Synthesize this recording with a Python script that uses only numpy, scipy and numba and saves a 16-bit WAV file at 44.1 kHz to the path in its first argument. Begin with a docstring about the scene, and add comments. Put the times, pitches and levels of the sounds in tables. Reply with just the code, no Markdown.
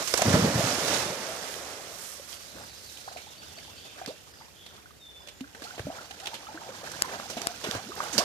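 """A big, booming splash: a dog leaps into a forest pond, swims back and wades out through the reeds.
The plunge traps large air bubbles and throws up spray that patters down and fizzes away.
The wake laps, paws slap and gulp in the shallows, and two stems snap close by.
The water is mostly swarms of ringing bubbles and drops, swelling with each push of the dog.
Birds whistle far off over a soft rumble of forest air."""
import sys
import numpy as np
from scipy import signal
from scipy.fft import rfft, irfft, next_fast_len
from scipy.io import wavfile
from scipy.ndimage import map_coordinates
from numba import njit

SR = 44100
rng = np.random.default_rng(int(sys.argv[2]) if len(sys.argv) > 2 else 0)


def dump_mix(stems):
    """Bounce the given channels to the path in sys.argv[1] as a 16-bit WAV at rate SR."""
    frames = np.atleast_2d(stems).T  # one column per channel
    limited = np.clip(frames, -1, 1)  # hard clip at full scale
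    pcm = np.round(limited * 32767).astype(np.int16)
    wavfile.write(sys.argv[1], SR, pcm)


N = 363516
TIME = np.arange(N) / SR


def amp(db):
    """Decibels to gain."""
    return 10 ** (np.asarray(db) / 20)


def unit(x):
    """Scales to rms 1."""
    return x / np.sqrt(np.mean(x ** 2) + 1e-20)


def eq_db(curve, hz):
    """Gain of an EQ curve, interpolated on a log-frequency axis."""
    freq_hz, gain_db = np.transpose(curve)
    return np.interp(np.log(hz + 1), np.log(freq_hz), gain_db)


def colour(x, curve):
    """Filters a sound through an EQ curve."""
    size = next_fast_len(x.shape[-1] + 512)
    gain = amp(eq_db(curve, np.fft.rfftfreq(size, 1 / SR)))
    return irfft(rfft(x, size) * gain, size)[..., :x.shape[-1]]


def add(mix, start_s, sound):
    """Mixes a sound in at a time."""
    part = mix[..., max(round(start_s * SR), 0):][..., :sound.shape[-1]]
    part += sound[..., :part.shape[-1]]


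def wander(t, per_s):
    """A random drift of about unit size."""
    knots = rng.standard_normal(4096)
    return map_coordinates(knots, [t * per_s], order=1, mode="wrap")


def surge(t, start_s, rise_s, fall_db_per_s):
    """An envelope with a quick rise, then a steady fall in dB."""
    return np.clip((t - start_s) / rise_s, 0, 1) * amp(-fall_db_per_s * np.maximum(t - start_s, 0))


def forest_air(level_db=-55):
    """A soft, drifting rumble with a faint, wide hiss."""
    # tone of the distant air: freq_hz, gain_db
    air_eq = [(20, -22), (45, -5.5), (72, 6), (120, -1.5), (250, -8.5), (500, -11), (1000, -22),
              (2000, -16.5), (4000, -25), (8000, -28.5), (15000, -25.5)]
    centre = colour(rng.standard_normal(N), [(400, -4), (1500, 1.0), (4000, -10.5)])
    wide = colour(rng.standard_normal((2, N)), [(100, -2.5), (600, 7.5), (2000, 3.5)])
    return amp(level_db + 1.4 * wander(TIME, per_s=3.75)) * unit(colour(centre + wide, air_eq))


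def forest_echo(x, t60_s):
    """Trunks and the far bank scatter a thin, dull stereo tail."""
    t = np.arange(SR) / SR
    taps = rng.standard_normal((2, SR)) * (rng.random((2, SR)) < .05)
    tail = taps * amp(-60 * t / t60_s) * (t > .012)
    tail = colour(tail, [(100, -9.0), (1000, 14.5), (5000, 13.5), (14000, -12)])
    return signal.fftconvolve(x[None], tail / np.linalg.norm(tail[0]), axes=1)[:, :N]


def twitter_notes(gap_s=.033, length_s=.0445, scatter=.16, glide=.12, buzz=.82):
    """Note rows for a bird's twitter: quick flicks up or down, scattered about a falling pitch."""
    # contour of the run: time_s, level_db, pitch_hz
    contour = [(2.33, -59.5, 4470), (2.85, -57.5, 4360), (3.1, -59, 4140), (3.25, -60.5, 3300),
               (3.85, -60, 3050), (4.2, -66, 2680)]
    time_s, level_db, pitch_hz = np.transpose(contour)
    beats = np.arange(time_s[0], time_s[-1], gap_s)
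    late, detune, flick = rng.uniform(-1, 1, (200, 3))[:len(beats)].T
    starts = beats + late * gap_s / 2
    pitches = np.interp(beats, time_s, pitch_hz) * (1 + scatter * detune)
    return [(start_s, length_s, np.interp(start_s, time_s, level_db), hz * (1 + glide * way), hz, buzz)
            for start_s, hz, way in zip(starts, pitches, np.sign(flick))]


def birds():
    """Thin gliding whistles; a fast flutter of pitch makes some of them buzz."""
    # single calls: start_s, length_s, level_db, start_hz, end_hz, buzz (0-1)
    notes = [(3.37, .045, -54, 4340, 4620, 0.3), (3.565, 0.032, -52, 4390, 4570, 0.16),
             (3.774, .023, -51, 4500, 4620, .37), (3.81, 0.094, -57, 3660, 3500, 0.75),
             (4.295, 0.15, -62, 5420, 4850, 0.8), (4.537, .2, -58.5, 3220, 3440, 1),
             (4.985, 0.16, -54.5, 3850, 3510, 0.05), (5.14, 0.13, -60, 3540, 3470, 0.07),
             (5.18, .07, -67, 4970, 5100, 0.5), (5.31, .11, -67, 7450, 7050, .1)]
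    out = np.zeros(N)
    for start_s, length_s, level_db, start_hz, end_hz, buzz in notes + twitter_notes():
        t = np.arange(int(length_s * SR)) / SR
        flutter = .07 * buzz * wander(t, per_s=700)
        glide_hz = end_hz + (start_hz - end_hz) * (1 - t / length_s) ** 3  # slides, then settles
        whistle = np.sin(2 * np.pi * np.cumsum(glide_hz * (1 + flutter)) / SR)
        add(out, start_s, amp(level_db) * unit(whistle * signal.windows.tukey(len(t), .6)))
    return out


def stem_snaps(lag_s=.0003, right_db=-4, tear_db=-7):
    """A stem on the left breaks: fibres tear in one dry crack that rings its modes for a moment."""
    # breaking stems: start_s, level_db
    snaps = [(7.0217, 1), (7.471, -4)]
    # modes of a stem: pitch_hz, level_db, t60_s
    modes = [(600, -35, 0.0034), (1690, -8, 0.0051), (4200, -24, .002), (5350, 1, 0.0021),
             (7500, 7.5, 0.0012), (10700, -14, 0.0016)]
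    t, out = np.arange(600) / SR, np.zeros((2, N))
    ring = sum(amp(db - 60 * t / t60_s) * np.sin(2 * np.pi * hz * t) for hz, db, t60_s in modes)
    for start_s, level_db in snaps:
        tear = amp(tear_db) * rng.standard_normal(len(t)) * np.exp(-t / .00055)
        crack = amp(level_db) * (ring + tear) * (1 - np.exp(-t / .0001))
        add(out[0], start_s, crack)
        add(out[1], start_s + lag_s, amp(right_db) * crack)
    return out


def gulps():
    """Hollows round the legs slide down in pitch as they open and up as they fill."""
    # start_s, length_s, level_db, start_hz, end_hz
    hollows = [(3.076, 0.017, -40.5, 650, 2200), (5.536, 0.14, -56, 357.4, 854),
               (5.872, 0.029, -43, 200, 280), (4.075, .052, -41, 370, 760), (4.074, 0.017, -40.5, 217, 290),
               (5.845, 0.027, -40.5, 113, 190), (5.871, 0.075, -45.5, 508, 923),
               (6.21, 0.091, -48, 727, 918), (7.418, 0.126, -44.5, 648, 752), (7.719, 0.076, -43, 127, 103),
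               (7.765, 0.057, -47, 610, 915), (7.851, .07, -45.5, 158, 526),
               (8.12, .082, -41, 388.6, 138.5), (8.168, 0.034, -34.5, 135, 260),
               (8.179, 0.038, -31.5, 534, 790), (8.202, .021, -31.5, 990, 1260)]
    out = np.zeros(N)
    for start_s, length_s, level_db, start_hz, end_hz in hollows:
        t = np.arange(int(length_s * SR)) / SR
        turns = np.cumsum(np.geomspace(start_hz, end_hz, len(t))) / SR
        slosh = 1 + .4 * (wander(t, per_s=200) + 1j * wander(t, per_s=200))  # shakes level and phase
        tone = (slosh * np.exp(2j * np.pi * turns)).imag
        add(out, start_s, amp(level_db) * unit(tone * signal.windows.tukey(len(t), .7)))
    return out


def bubble(hz, glide, decay_s):
    """Trapped air rings as a dying sine; its pitch moves by the share `glide` per decay time."""
    t = np.arange(int(6 * decay_s * SR) + 8) / SR
    turns = hz * (t + glide * t ** 2 / (2 * decay_s))
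    return np.sin(2 * np.pi * turns) * np.exp(-t / decay_s) * (1 - np.exp(-4 * hz * t))


def plops(pockets, boom_db=6, boom_cycles=2.2):
    """Air pockets boom and sag in pitch; single bubbles pinch off and chirp up as they near the surface."""
    # the loudest single bubbles: start_s, level_db, pitch_hz, decay_s
    bubbles = [(.14, -26, 795, 0.0017), (.193, -17, 690, 0.0045), (.222, -11, 680, 0.0034),
               (.279, -23, 516, 0.02), (.347, -16, 592, 0.02), (.372, -21, 459, 0.023),
               (.445, -20.5, 441, 0.014), (.606, -17.5, 636, 0.01), (2.197, -34, 530, 0.006),
               (3.077, -30, 727, 0.0056), (3.162, -28.5, 663, 0.0057), (4.015, -27.5, 700, 0.0066),
               (3.113, -34, 670, .0051), (3.43, -39, 1460, .008), (6.616, -33.5, 860, .0064),
               (6.833, -32.5, 533, 0.0066), (4.42, -42, 1900, .006), (4.779, -48, 1260, 0.0058),
               (4.858, -38, 1420, 0.0048), (5.738, -41, 740, 0.009), (6.107, -37.5, 730, 0.0097),
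               (4.907, -43, 1150, 0.0059), (5.409, -28, 250, .017), (5.441, -39, 1500, 0.0067),
               (5.668, -37, 1346, 0.015), (5.708, -31, 1420, 0.0047), (5.797, -24, 100, 0.0076),
               (5.868, -29, 259, .013), (5.869, -24.5, 570, 0.005), (5.902, -24, 670, 0.0029),
               (5.987, -32.5, 1340, 0.0087), (6.333, -30, 866, .0065), (6.469, -34, 1240, .01),
               (6.487, -32.5, 820, 0.012), (6.544, -35.5, 306, .021), (6.691, -31.5, 510, 0.0094),
               (7.045, -28.5, 980, 0.01), (7.199, -20, 1080, 0.0012), (7.368, -29.5, 240, 0.0093),
               (7.369, -24, 662, 0.0064), (7.671, -20.5, 333, .0028), (7.687, -22.5, 202, 0.005),
               (7.919, -29, 1166, 0.0063), (8.0035, -13.5, 1130, 0.003)]
    out = np.zeros(N)
    for start_s, level_db, hz in pockets:
        add(out, start_s, amp(level_db + boom_db) * bubble(hz, glide=-.045, decay_s=boom_cycles / hz))
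    for start_s, level_db, hz, decay_s in bubbles:
        add(out, start_s, amp(level_db) * bubble(hz, glide=.059, decay_s=decay_s))
    return out


def slaps(ring_db=-1, hiss_db=-3, ring_width=.31, rise_share=.13):
    """A sheet of water hits: a dull thud, a burst of spray, and like-sized droplets ringing together."""
    # sheets of water: start_s, level_db, decay_s, thud_db (relative), droplet_hz
    sheets = [(0.074, -26, 0.014, -18, 6140), (0.1392, -14, 0.0038, -0.5, 5400),
              (.174, -21.5, 0.012, -8, 6440), (0.2187, -20.5, 0.0051, 4, 6460),
              (0.328, -26, 0.017, 4, 1370), (.9435, -23, 0.0044, -17, 5100), (1.5401, -30, .0024, -8, 3300),
              (2.327, -39, 0.007, -6.5, 3420), (2.972, -39, 0.0036, -15, 3170),
              (3.167, -42, 0.027, -3.5, 2420), (3.584, -41.5, .0059, -24, 2290),
              (4.764, -50, .0072, -16, 3680), (4.0605, -27.5, .0024, -14, 3630),
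              (4.07, -41.5, 0.031, -1, 4100), (4.662, -41, 0.0073, -8, 3800),
              (5.273, -38, 0.0041, -7, 3040), (5.284, -39.5, 0.011, -11, 3220),
              (5.406, -40.5, 0.0064, -6, 3000), (5.547, -41, 0.0085, -6, 1670),
              (5.62, -36, 0.0048, 1, 1490), (5.637, -38.5, 0.013, -12, 4350),
              (5.778, -45.5, 0.011, 7.5, 3000), (5.794, -34, 0.0053, 2.5, 1540),
              (6.109, -38.5, 0.0065, -8, 3050), (6.199, -37, 0.0058, -23, 3200),
              (6.2576, -32.5, 0.0043, -13, 3150), (6.269, -28.5, 0.0076, -8.5, 3100),
              (6.339, -35.5, 0.018, -6, 3200), (6.916, -35.5, 0.0072, -5, 5970),
              (7.953, -37, .0025, -19, 12500), (7.297, -33.5, 0.019, -5.5, 5700),
              (7.3685, -38.5, 0.026, 1, 2800), (7.4165, -26, 0.0024, -10, 5950),
              (7.638, -31, 0.017, 1, 3250), (7.7114, -20, 0.0016, -21, 4050),
              (7.744, -34.5, 0.027, -1, 1160), (8.0384, -28.5, .0014, -14, 7100),
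              (8.124, -32, 0.039, -12.5, 6200), (8.178, -16, .014, -11, 4950)]
    grit = rng.standard_normal((2, N)) * amp(2.0 * rng.standard_normal(N))
    hiss = unit(colour(grit, [(500, -13), (1500, -1), (3200, 3), (6000, 2), (8500, -1), (14500, -14)]))
    thud_eq = [(70, -30), (220, -1.5), (600, 2.5), (1500, -7), (2500, -8.5), (6000, -51)]
    thud = unit(colour(rng.standard_normal(N), thud_eq))
    t, out = np.arange(SR // 3) / SR, np.zeros((2, N))
    for start_s, level_db, decay_s, thud_db, droplet_hz in sheets:
        attack = 1 - np.exp(-(t / (rise_share * decay_s)) ** 2)  # broad sheets land softly
        envelope = attack * np.exp(-t / decay_s)
        span = slice(round(start_s * SR), round(start_s * SR) + len(t))
        ring = unit(signal.lfilter(*signal.iirpeak(droplet_hz, 1 / ring_width, fs=SR), grit[:, span]))
        hit = amp(hiss_db) * hiss[:, span] + amp(ring_db) * ring + amp(thud_db) * thud[span]
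        add(out, start_s, amp(level_db) * hit * (envelope / envelope.max())[:hit.shape[1]])
    return out


@njit
def ring_out(onsets, lags, hz, height, cycles, rise, length, rate):
    """Adds up dying, rising sines; each reaches the right side its own lag, in samples, after the left."""
    out = np.zeros((2, length))
    for k in range(len(onsets)):
        for i in range(int(5 * cycles * rate / hz[k])):
            age = i * hz[k] / rate  # in cycles
            value = height[k] * np.sin(2 * np.pi * age * (1 + rise * age / (2 * cycles)))
            value *= np.exp(-age / cycles) * min(3 * age, 1.)
            for side in range(2):
                j = onsets[k] + i + side * lags[k]
                if 0 <= j < length:
                    out[side, j] += value
    return out


def swarm(low_hz, high_hz, per_s, cycles, rise, spread_db, width_s):
    """Many bubbles or drops, each of its own size and from its own direction."""
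    gap, pitch, size, sign, place = rng.random((90000, 5)).T
    onsets = np.cumsum(-np.log(1 - gap)) / per_s * SR
    hz = low_hz * (high_hz / low_hz) ** pitch
    strength = amp(spread_db * np.minimum(-np.log(1 - size), 3.5))
    height = strength * np.sign(sign - .5) * hz  # small ones are brief but sharp
    lags = np.round((2 * place - 1) * width_s * SR).astype(int)
    return unit(ring_out(onsets[onsets < N].astype(int), lags, hz, height, cycles, rise, N, SR))


def stirring(pockets, plunge_s=.244, stroke_rise_s=.045, stroke_fall_s=.058):
    """Envelopes of boom, churn, spray and fizz: plunge, wake, pockets, showers and strokes add in power."""
    # the plunge, a row per layer; big bubbles die first, foam lasts: level_db, fall_db_per_s
    settling = [(-24.5, 28), (-27.5, 14.5), (-39.5, 5), (-45, 5)]
    # the wake, lapping louder in the shallows: time_s, level_db
    wake = [(2.3, -60), (3.9, -55.5), (4.25, -61), (5.0, -69.5), (5.48, -60.5), (5.66, -52.5), (6.55, -54),
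            (6.95, -46), (7.55, -48.5), (7.88, -49), (8.24, -43.5)]
    # thrown water landing, or a crest breaking: peak_s, spread_s, level_db, fine_db (tilt to fizz)
    showers = [(.01, 0.023, -37, -4.5), (.1, 0.083, -38, 6), (.195, 0.055, -35, 2), (.35, 0.13, -33, -1),
               (.68, 0.12, -33, 0), (0.929, 0.1, -31, -0.5), (1.2, 0.23, -43, -4), (1.5, 0.079, -45, 4.5),
               (1.7, 0.2, -51, -7), (2.07, 0.09, -51, 14), (2.32, .035, -48.5, 8), (2.92, 0.084, -60, 15)]
    # paddling and wading, one swell each: peak_s, level_db, deep_db (tilt to boom)
    strokes = [(2.58, -48.5, 12), (3.12, -56, 6), (3.6, -62.5, -3), (4.0, -49.5, 1), (4.41, -57, 2),
               (4.75, -56, -1), (5.22, -60.5, -2), (5.66, -60, -13), (5.96, -48, 1), (6.25, -50, -2.5),
               (6.42, -55.5, -3), (6.55, -49.5, 7), (6.69, -45, 5), (6.86, -45.5, 8), (7.01, -44, 6),
               (7.13, -39.5, 4.5), (7.43, -44.5, -2.5), (7.7, -38, -2.5), (8.02, -38.5, 0), (8.22, -34, 3)]
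    # sends to the four layers: boom_db, churn_db, spray_db, fizz_db
    wake_sends = [-5.5, -1, 1, -9.5]
    pocket_sends = [-4, -8, -17, -30]
    shower_sends = [-14, -1, 1.5, -9.5]
    stroke_sends = [-13.5, 2, -5, -15.5]
    t = TIME[::32]
    plunge = [amp(db) * surge(t, plunge_s, rise_s=.017, fall_db_per_s=fall) for db, fall in settling]
    lapping = amp(np.interp(t, *np.transpose(wake)))
    parts = [np.array(plunge), np.outer(amp(wake_sends), lapping)]
    for start_s, level_db, _ in pockets:
        collapse = surge(t, start_s, rise_s=.005, fall_db_per_s=302)
        parts.append(np.outer(amp(pocket_sends), amp(level_db) * collapse))
    for peak_s, spread_s, level_db, fine_db in showers:
        sends = amp(shower_sends) * amp([-fine_db, -fine_db, 0, fine_db])
        parts.append(np.outer(sends, amp(level_db) * np.exp(-.5 * ((t - peak_s) / spread_s) ** 2)))
    for peak_s, level_db, deep_db in strokes:
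        sends = amp(stroke_sends) * amp([deep_db, 0, -deep_db, -deep_db])
        spread_s = np.where(t < peak_s, stroke_rise_s, stroke_fall_s)
        parts.append(np.outer(sends, amp(level_db) * np.exp(-.5 * ((t - peak_s) / spread_s) ** 2)))
    return [np.interp(TIME, t, layer) for layer in np.sqrt(sum(part ** 2 for part in parts))]


def water(pockets, calm_from_s=2, calm_by_s=2.9, plip_cap_db=-50):
    """Swarms of bubbles and drops follow the stirring; the roar of the splash gives way to lapping."""
    # tone of each layer: freq_hz, gain_db
    boom_eq = [(40, -32), (65, -5), (115, 7), (175, 7), (260, 0.5), (340, -14), (550, -1)]  # big bubbles dragged deep
    shallow_eq = [(50, -21), (90, -5), (170, -3), (260, -1), (350, -6.5), (550, -45)]  # big bubbles near the surface
    churn_eq = [(40, -70), (180, -18), (320, -4), (550, 4), (820, -1.5), (1020, -5), (1280, -6), (1800, -7),
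                (2300, -11.5), (3500, -24), (9000, -65)]  # small bubbles in the splash
    lapping_eq = [(180, -13), (320, -9), (520, -2), (780, -1), (1100, -5.5), (1550, -2.5), (2100, -10),
                  (3500, -20)]  # small bubbles in calmer water
    spray_eq = [(200, -53), (1200, 4), (2100, -2.5), (3000, -1), (4200, 0.5), (5500, 1.5), (6800, -1),
                (8000, -6), (10500, -9.5), (14000, -40)]  # drops from the splash
    trickle_eq = [(200, -55), (1200, -4), (2100, -5.5), (2600, -1.5), (3200, 0), (4200, 0.5), (5500, 0.5),
                  (6700, -1), (8000, -8), (12000, -16)]  # drops among the reeds
    fizz_eq = [(3000, -31), (5500, 6), (8000, 2), (10000, 0), (12000, -1), (14300, -2.5), (15500, -57)]  # foam
    boom, churn, spray, fizz = stirring(pockets)
    calm = np.interp(TIME, [calm_from_s, calm_by_s], [0, 1])
    clumps = wander(TIME, per_s=70) * (.4 + .55 * calm)
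    big = swarm(69.7, 377, per_s=350, cycles=1.68, rise=.057, spread_db=2, width_s=.00032)
    small = swarm(301, 2414, per_s=1300, cycles=4.1, rise=.05, spread_db=2.5, width_s=.00022)
    drops = swarm(1854, 9050, per_s=4500, cycles=3.0, rise=.038, spread_db=-1.5, width_s=.0005)
    foam = swarm(7050, 13000, per_s=5000, cycles=.42, rise=.028, spread_db=1.5, width_s=.0005)
    # in calmer water single bubbles stand out, each with a quick upward chirp
    plips = swarm(518, 1966, per_s=32, cycles=8.7, rise=.168, spread_db=3.5, width_s=.00017)
    drips = swarm(2297, 7320, per_s=75, cycles=13.8, rise=.06, spread_db=-2, width_s=.00026)
    wash = rng.standard_normal((2, N))  # countless drops merge into an even hiss
    depth = np.minimum(boom / amp(-17), 1)  # only a hard push drags air deep
    booming = depth * unit(colour(big, boom_eq)) + (1 - depth) * unit(colour(big, shallow_eq))
    roar = (1 - calm) * unit(colour(small + 1.5 * wash[0] + 1.5 * wash, churn_eq))
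    lapping = calm * amp(-.1) * unit(colour(small, lapping_eq))
    patter = (1 - calm) * unit(colour(drops + 1.2 * wash, spray_eq))
    trickle = calm * amp(-.6) * unit(colour(drops + 1.27 * wash, trickle_eq))
    dripping = calm * amp(-9) * unit(colour(drips, [(2500, -12), (7500, -19)]))
    plipping = calm * amp(-2.5) * unit(colour(plips, lapping_eq))
    return (boom * amp(-.5 - 2.5 * calm) * booming
            + churn * amp(-.18 + 1.6 * clumps) * (roar + lapping)
            + np.minimum(churn, amp(plip_cap_db)) * plipping
            + spray * amp(4 + 1.9 * clumps) * (patter + trickle + dripping)
            + fizz * amp(6 + 1.4 * clumps) * unit(colour(foam, fizz_eq)))


def place_pond(x):
    """The shaded left side loses treble, and the delay between the sides shifts as the dog moves."""
    # full shade on the left: freq_hz, gain_db
    shade_eq = [(200, -0.6), (700, -4), (1300, -7.5), (2400, -9.5), (4400, -29), (8000, -36.5),
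                (11000, -20.5), (15000, -5)]
    # how much of that cut applies: time_s, share
    shade_depth = [(0, 0.65), (1.5, 0.54), (2.2, 0.51), (3.2, 0.43), (4.2, 0.38), (5.5, 0.39), (6.4, 0.32),
                   (6.9, 0.42), (7.5, 0.42), (8.2, 0.58)]
    # how much later the right side hears the water: time_s, lag_samples
    lag = [(0, -8), (1.8, 4.5), (2.6, 12), (8.2, 7.5)]
    hz, t, spectrum = signal.stft(x[0], SR, nperseg=256)
    shade_db = eq_db(shade_eq, hz)[:, None] * np.interp(t, *np.transpose(shade_depth))
    left = signal.istft(spectrum * amp(shade_db), SR, nperseg=256)[1][:N]
    delayed = np.arange(N) - np.interp(TIME, *np.transpose(lag))
    right = map_coordinates(x[1], [delayed], order=5, mode="nearest")
    return np.array([left, right])


def scene():
    """Water and reeds close by, birds deep among the trees."""
    # air pockets that collapse behind the body, stirring and booming: start_s, level_db, pitch_hz
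    pockets = [(.278, -20, 172), (.339, -14.5, 170), (.422, -21.5, 182), (.442, -17, 219),
               (.553, -22.5, 127), (.589, -26, 177), (.635, -28.5, 124), (.905, -33, 326),
               (1.057, -39, 170), (1.1, -37, 190), (1.2, -45, 230)]
    pond = water(pockets) + slaps() + plops(pockets) + gulps()
    song = birds()
    song = song + amp(-6) * forest_echo(song, t60_s=.7)
    pond = pond + amp(-17.5) * forest_echo(pond.mean(0), t60_s=.36)
    return place_pond(pond) + stem_snaps() + forest_air() + song


def record(dry):
    """A low cut, soft clipping on the sharpest cracks, and a steep high cut."""
    low_cut_hz, high_cut_hz, ceiling = 46, 14900, .9
    trimmed = signal.sosfilt(signal.butter(3, low_cut_hz, "high", fs=SR, output="sos"), dry)
    clipped = ceiling * np.tanh(trimmed / ceiling)
    high_cut = signal.firwin(401, high_cut_hz, window=("kaiser", 9), fs=SR)
    return signal.oaconvolve(clipped, high_cut[None], "same", axes=1)


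dry = scene()
out = record(dry)
dump_mix(out)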